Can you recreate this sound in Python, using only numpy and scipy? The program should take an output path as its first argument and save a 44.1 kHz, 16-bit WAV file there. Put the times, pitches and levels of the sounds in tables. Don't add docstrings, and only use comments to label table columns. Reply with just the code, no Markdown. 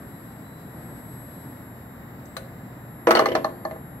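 import sys
import numpy as np
from scipy import signal
from scipy.fft import rfft, irfft
from scipy.io import wavfile
from scipy.ndimage import uniform_filter1d

SR = 44100
rng = np.random.default_rng(int(sys.argv[2]) if len(sys.argv) > 2 else 0)


def transcribe(u):
    v = np.clip(np.atleast_2d(u).T, -1, 1)
    q = np.round(v * 32767).astype(np.int16)
    wavfile.write(sys.argv[1], SR, q)


N = 176400
BLOW_S = 0.015


def undb(db):
    return 10 ** (np.asarray(db) / 20)


def over_hz(points, hz):
    p = np.array(points, float)
    return np.interp(np.log(np.maximum(hz, 1)), np.log(p[:, 0]), p[:, 1])


def over_time(points, column=1):
    p = np.array(points, float)
    return np.interp(np.arange(N) / SR, p[:, 0], p[:, column])


def freqs(x):
    return np.fft.rfftfreq(x.shape[-1], 1 / SR)


def colour(x, points):
    return irfft(rfft(x) * undb(over_hz(points, freqs(x))), x.shape[-1])


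def causal(x, points):
    cepstrum = irfft(np.log(undb(over_hz(points, freqs(x)))))
    cepstrum[1:SR // 2] *= 2
    cepstrum[SR // 2 + 1:] = 0
    return irfft(rfft(x) * np.exp(rfft(cepstrum)))


def low_cut(x, hz):
    return signal.sosfilt(signal.butter(4, hz, "high", fs=SR, output="sos"), x)


def pan(x, points):
    gain = undb(over_hz(points, freqs(x)) * np.array([[.5], [-.5]]))
    return irfft(rfft(x) * gain / np.sqrt(np.mean(gain ** 2, axis=0)), x.shape[-1])


def unit(x, span_s=None):
    part = x if span_s is None else x[..., :int(span_s * SR)]
    return x / np.sqrt(np.mean(part ** 2))


def fade(t60_s):
    return np.exp(-np.log(1000) * np.arange(SR) / SR / t60_s)


def add(out, x, start_s):
    i = int(start_s * SR)
    count = min(x.shape[-1], N - i)
    out[:, i:i + count] += x[:, :count]


def walk(rate_hz):
    hold = int(SR / rate_hz)
    steps = np.repeat(rng.standard_normal(N // hold + 1), hold)
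    return unit(uniform_filter1d(uniform_filter1d(steps, hold), hold)[:N])


def tone(hz, waver_db, rate_hz):
    sine = np.sqrt(2) * np.sin(2 * np.pi * (hz * np.arange(N) / SR + rng.random()))
    return sine * undb(waver_db * walk(rate_hz))


def ring(modes, spread_rad, scatter_db=0, ear_lag_s=0.00019):
    t, out = np.arange(SR) / SR, 0
    for k, (hz, db, t60_s) in enumerate(modes):
        size, offset = rng.standard_normal(2)
        skew = np.pi * hz * ear_lag_s + spread_rad * offset * min(hz / 1000, 1)
        phase = np.clip(skew, -np.pi / 4, np.pi / 4) * np.array([[1], [-1]])
        envelope = undb(db + scatter_db * size) * fade(t60_s)
        out = out + (-1) ** k * envelope * np.sin(2 * np.pi * hz * t + phase)
    return out


# f/Hz, side over mid/dB
WIDTH = [(60, -20), (130, -20.5), (280, -14), (550, -7.5), (1100, -2), (3000, 1.5)]


def stereo_noise(points, count):
    mid, side = rng.standard_normal((2, count))
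    return unit(colour(mid + colour(side, WIDTH) * np.array([[1], [-1]]), points))


# f/Hz, relative density/dB
FAN_SPECTRUM = [(25, -12), (38, -17), (52, -6.5), (85, -5), (130, 0.5), (190, -1.5), (270, -3), (380, -12),
                (650, -13), (1000, -17.5), (1400, -21), (1900, -20.5), (2500, -36.5), (3500, -44.5),
                (5500, -50), (7500, -58), (12000, -58), (14000, -58), (16000, -50)]
# f/Hz, L-R/dB
LAB_PAN = [(600, 0.5), (1300, 1), (2400, -1.5), (4200, 18), (7000, 15), (13000, 17)]


def ventilation(fan_db=-40.5, hum_db=-51, hum_hz=120.7):
    fan = undb(fan_db + .5 * walk(rate_hz=5.35)) * stereo_noise(FAN_SPECTRUM, N)
    hum = undb(hum_db) * tone(hum_hz, waver_db=2.5, rate_hz=6.8)
    return pan(fan, LAB_PAN) + hum


# order; left/dB, right/dB
WHINE_ORDERS = [1, 2, 4]
WHINE_DB = [(-69, -96), (-61.5, -87.5), (-63.5, -90)]
THIRD_HZ = [11143, 11357, 11570]
THIRD_DB = [-10, 5, -22]
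# t/s, left/dB, right/dB
THIRD_ENVELOPE = [(0, -57.5, -78), (.2, -57, -78), (.45, -60.5, -82), (.58, -60.5, -84), (.8, -56, -74),
                  (1.3, -54, -65), (1.7, -59, -70.5), (2.15, -66.5, -72), (2.45, -63.5, -71),
                  (2.7, -66, -72.5), (3.0, -57.5, -70), (3.5, -57.5, -81), (4, -57, -77)]


def servo_drives(switching_hz=3785, waver_db=.6):
    steady = sum(undb([[left], [right]]) * tone(order * switching_hz, waver_db, rate_hz=12)
                 for order, (left, right) in zip(WHINE_ORDERS, WHINE_DB))
    third = sum(undb(db) * tone(hz, waver_db, rate_hz=30) for hz, db in zip(THIRD_HZ, THIRD_DB))
    envelope = undb([over_time(THIRD_ENVELOPE, column) for column in (1, 2)])
    return steady + third * envelope


# t/s, level/dB of harmonics 1, 2, 3
AXIS_ENVELOPE = [(0, -76, -66, -82), (.1, -76, -66, -86), (.16, -67, -65, -74), (.22, -80, -66, -76),
                 (.32, -70, -65, -82), (.42, -78, -66, -76), (.47, -63, -66, -74), (.62, -71, -70, -78),
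                 (.71, -70, -69, -81), (.85, -77, -58.5, -81), (1.25, -73, -59.5, -84),
                 (1.38, -70, -61, -75), (1.5, -75, -62.5, -83), (1.75, -82, -79, -68),
                 (2.15, -84, -85, -65), (2.3, -78, -62, -81), (2.5, -77, -76, -88), (4, -82, -96, -84)]
# f/Hz, relative density/dB; t/s, level/dB
GEAR_SPECTRUM = [(2000, 1), (3300, -2.5), (4600, -1), (7000, -12), (8700, -5), (10300, -11), (12300, 2),
                 (14000, -11), (16000, -1)]
GEAR_ENVELOPE = [(0, -59.5), (.3, -61), (.65, -61.5), (1.3, -59.5), (1.7, -62), (2.1, -63), (2.5, -61),
                 (3, -67), (4, -90)]


def arm_motion(axis_hz=4000):
    whine = sum(undb(over_time(AXIS_ENVELOPE, k)) * tone(k * axis_hz, waver_db=1, rate_hz=21)
                for k in (1, 2, 3))
    hiss = stereo_noise(GEAR_SPECTRUM, N) * undb(over_time(GEAR_ENVELOPE) + 1.4 * walk(rate_hz=26))
    return pan(whine + hiss, LAB_PAN)


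# f/Hz, gain/dB; f/Hz, t60/s
ROOM_EQ = [(100, -2.5), (250, 10), (600, 2.5), (1300, -2), (2500, 2), (5000, -9.5), (10000, 0),
           (16000, -28)]
ROOM_DECAY = [(150, 0.46), (500, 0.32), (1500, 0.2), (4000, 0.33), (14000, 0.25)]


def room(x, wet_db=-7.5, delay_s=.005):
    noise = stereo_noise([(20, 0), (20000, 0)], SR)
    centres_hz, tail = [hz for hz, _ in ROOM_DECAY], 0
    for weights, (_, t60_s) in zip(np.eye(len(centres_hz)), ROOM_DECAY):
        share = over_hz(list(zip(centres_hz, weights)), freqs(noise))
        band = irfft(rfft(noise) * share)
        tail = tail + band * fade(t60_s) / np.linalg.norm(fade(t60_s))
    echo = np.zeros((2, N))
    add(echo, signal.fftconvolve(x, causal(tail, ROOM_EQ), axes=1), delay_s)
    return x + undb(wet_db) * echo


# f/Hz, relative density/dB
TICK_SPECTRUM = [(2000, -17), (4500, -6), (6000, 0), (9500, -5), (12000, -18), (16000, -33)]
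CRACK_SPECTRUM = [(300, 1), (1200, 4.5), (2600, -2.5), (3400, -10), (4100, 1), (5400, -11.5), (6400, -6),
                  (7200, -13), (8700, -7.5), (10800, -12), (11700, -5), (13000, -14), (16000, -18)]
# f/Hz, level/dB, t60/s
PUTTER_MODES = [(538, -34.5, 0.35), (651, -36.5, 0.18), (1200, -28.5, 0.038), (1497, -35, .1),
                (1740, -28, 0.026), (3950, -34, .045), (4100, -36, 0.054), (4310, -38, 0.059),
                (6260, -46, .05), (7850, -50, 0.032), (9080, -53, 0.067), (11850, -44, 0.054)]


def putter(tick_db=-58, crack_db=-37):
    out = np.zeros((2, N))
    tick = unit(stereo_noise(TICK_SPECTRUM, SR) * fade(t60_s=0.068), BLOW_S)
    add(out, undb(tick_db) * tick, start_s=2.2552)
    face = ring(PUTTER_MODES, spread_rad=0.35)
    crack = unit(stereo_noise(CRACK_SPECTRUM, SR) * fade(t60_s=.08), BLOW_S)
    add(out, face + undb(crack_db) * crack, start_s=2.3668)
    return out


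# f/Hz; relative level/dB, t60/s
TABLE_HZ = [225, 260, 320, 353, 440, 516, 564, 657, 780, 821, 983, 1074, 1303]
TABLE_RING = [(-22, 0.25), (-19, .6), (-30, .5), (-14, 0.42), (-15.5, 0.38), (-12.5, 0.35), (-13.5, 0.53),
              (-11.5, 0.33), (-26, 0.21), (-23, 0.27), (-15, 0.18), (-24, 0.37), (-20, 0.16)]


def table_boom(thud_db, coupling_db=1, rise_s=0.077):
    modes = np.column_stack([TABLE_HZ, TABLE_RING])
    boom = ring(modes, spread_rad=0.19, scatter_db=1.5)
    return undb(thud_db + coupling_db) * boom * (1 - fade(rise_s))


# f/Hz, relative density/dB
PLASTIC_SPECTRUM = [(150, -25), (300, 0.5), (600, 8), (1300, 2), (2100, -6), (2500, -11.5), (3000, -13.5),
                    (3700, -13.5), (4400, -19), (5400, -16.5), (7200, -25), (8400, -18.5), (10000, -24.5),
                    (12500, -15.5), (14000, -28), (16000, -20.5)]
BAND_HZ = [450, 1050, 2200, 5000, 10000]
BAND_EDGES_HZ = [700, 1500, 3600, 7000]


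def strike(modes, bands_db, dense_db, spot_hz, spot_db, t60_s=0.086, rise_s=0.0024, spot_oct=0.088):
    dense = unit(stereo_noise(PLASTIC_SPECTRUM, SR) * fade(t60_s) * (1 - fade(rise_s)), BLOW_S)
    clear = unit(ring(modes, spread_rad=0.21, scatter_db=2.9), BLOW_S)
    corners_hz = spot_hz * 2 ** (spot_oct * np.array([-1.65, -1.3, 1.14, 0.77]))
    blow = causal(clear + undb(dense_db) * dense, list(zip(corners_hz, [0, spot_db, spot_db, 0])))
    power = abs(rfft(blow)) ** 2 / SR ** 2 / BLOW_S
    band = np.searchsorted(BAND_EDGES_HZ, freqs(blow))
    gains_db = [db - 10 * np.log10(power[band == k].sum() if power.ndim == 1 else power[:, band == k].sum())
                for k, db in enumerate(bands_db)]
    return causal(blow, list(zip(BAND_HZ, gains_db)))


# f/Hz; relative level/dB, t60/s
WALL_HZ = [340, 505, 655, 790, 985, 1130, 1298, 1470, 1710, 1820, 1970, 2225, 2960, 4380, 5950, 8120]
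WALL_RING = [(-4, .09), (0.5, 0.094), (-2.5, 0.093), (-1, 0.042), (-5, .05), (-7.5, 0.077), (-11, 0.17),
             (-10, 0.08), (-11, 0.073), (-23, 0.085), (-16, .1), (-18, 0.079), (-21, 0.035), (-15, 0.023),
             (-20, .04), (-24, 0.054)]
FLOOR_HZ = [320, 570, 635, 805, 950, 1085, 1200, 1755, 2040, 4050, 4220, 4400, 6040, 6260, 8500]
FLOOR_RING = [(-11.5, 0.078), (-3.5, 0.053), (-3, 0.083), (-2, 0.074), (-10, .04), (-4.5, 0.043),
              (-1.5, 0.046), (-9.5, 0.082), (-13, .06), (-18.5, 0.022), (-11.5, 0.021), (-15.5, 0.029),
              (-20.5, 0.028), (-21.5, 0.022), (-32, 0.026)]
# t/s, level/dB in each of the five bands, dense over clear/dB, spot f/Hz, spot lift/dB
WALL_HITS = [(3.0704, -13, -19.5, -22.5, -37.5, -42, -5, 483, 3.5),
             (3.0853, -13, -24.5, -30, -49, -42, -2, 652, 12),
             (3.1076, -16.5, -13, -19, -28.5, -31.5, -5, 1336, 5),
             (3.1508, -20, -18, -23, -24.5, -36, -3.5, 4440, 10),
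             (3.1692, -14.5, -22, -23.5, -36, -47, 1.5, 3060, 12),
             (3.2205, -23, -27, -35, -56, -55, -7, 407, 12),
             (3.2862, -24, -45, -32.5, -41.5, -74, -7, 2960, 7),
             (3.3175, -22, -43.5, -33, -48, -64, 5, 3050, 10)]
FLOOR_HITS = [(3.1918, -16.5, -14, -24, -28.5, -38, -5.5, 1200, 5.1),
              (3.2575, -24.5, -21, -24.5, -33, -41.5, -6.5, 2100, 3.6),
              (3.3510, -18.5, -20.5, -26.5, -32, -46, -3, 743, 6.8),
              (3.4446, -23.5, -21, -33.5, -36, -50, -11, 1760, 4),
              (3.6506, -28, -27.5, -39.5, -44.5, -66, -13, 1770, 8.6),
              (3.7100, -30, -41.5, -42.5, -61.5, -61, -12, 2030, 4.1),
              (3.7610, -39, -47.5, -54, -76, -72, -17, 1755, 6.8)]


def ball_in_cup():
    out = np.zeros((2, N))
    wall = np.column_stack([WALL_HZ, WALL_RING])
    floor = np.column_stack([FLOOR_HZ, FLOOR_RING])
    for hits, modes in ((WALL_HITS, wall), (FLOOR_HITS, floor)):
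        for start_s, *bands_db, dense_db, spot_hz, spot_db in hits:
            boom = table_boom(thud_db=bands_db[0])
            add(out, boom + strike(modes, bands_db, dense_db, spot_hz, spot_db), start_s)
    return low_cut(out, hz=130)


# f/Hz, L-R/dB
CUP_PAN = [(600, .6), (1400, 0), (2500, -3.5), (4200, 12.5), (7000, 6), (9500, 15), (13000, 16)]


def scene():
    rattle = pan(room(ball_in_cup()), CUP_PAN)
    putt = pan(room(putter()), LAB_PAN)
    return rattle + putt + servo_drives() + arm_motion() + ventilation()


def record(dry):
    ceiling, top_hz = .97, 15650
    x = low_cut(dry, hz=40)
    rounded = x / (1 + (x / ceiling) ** 6) ** (1 / 6)
    return signal.sosfilt(signal.ellip(10, .2, 90, top_hz, fs=SR, output="sos"), rounded)


dry = scene()
out = record(dry)
transcribe(out)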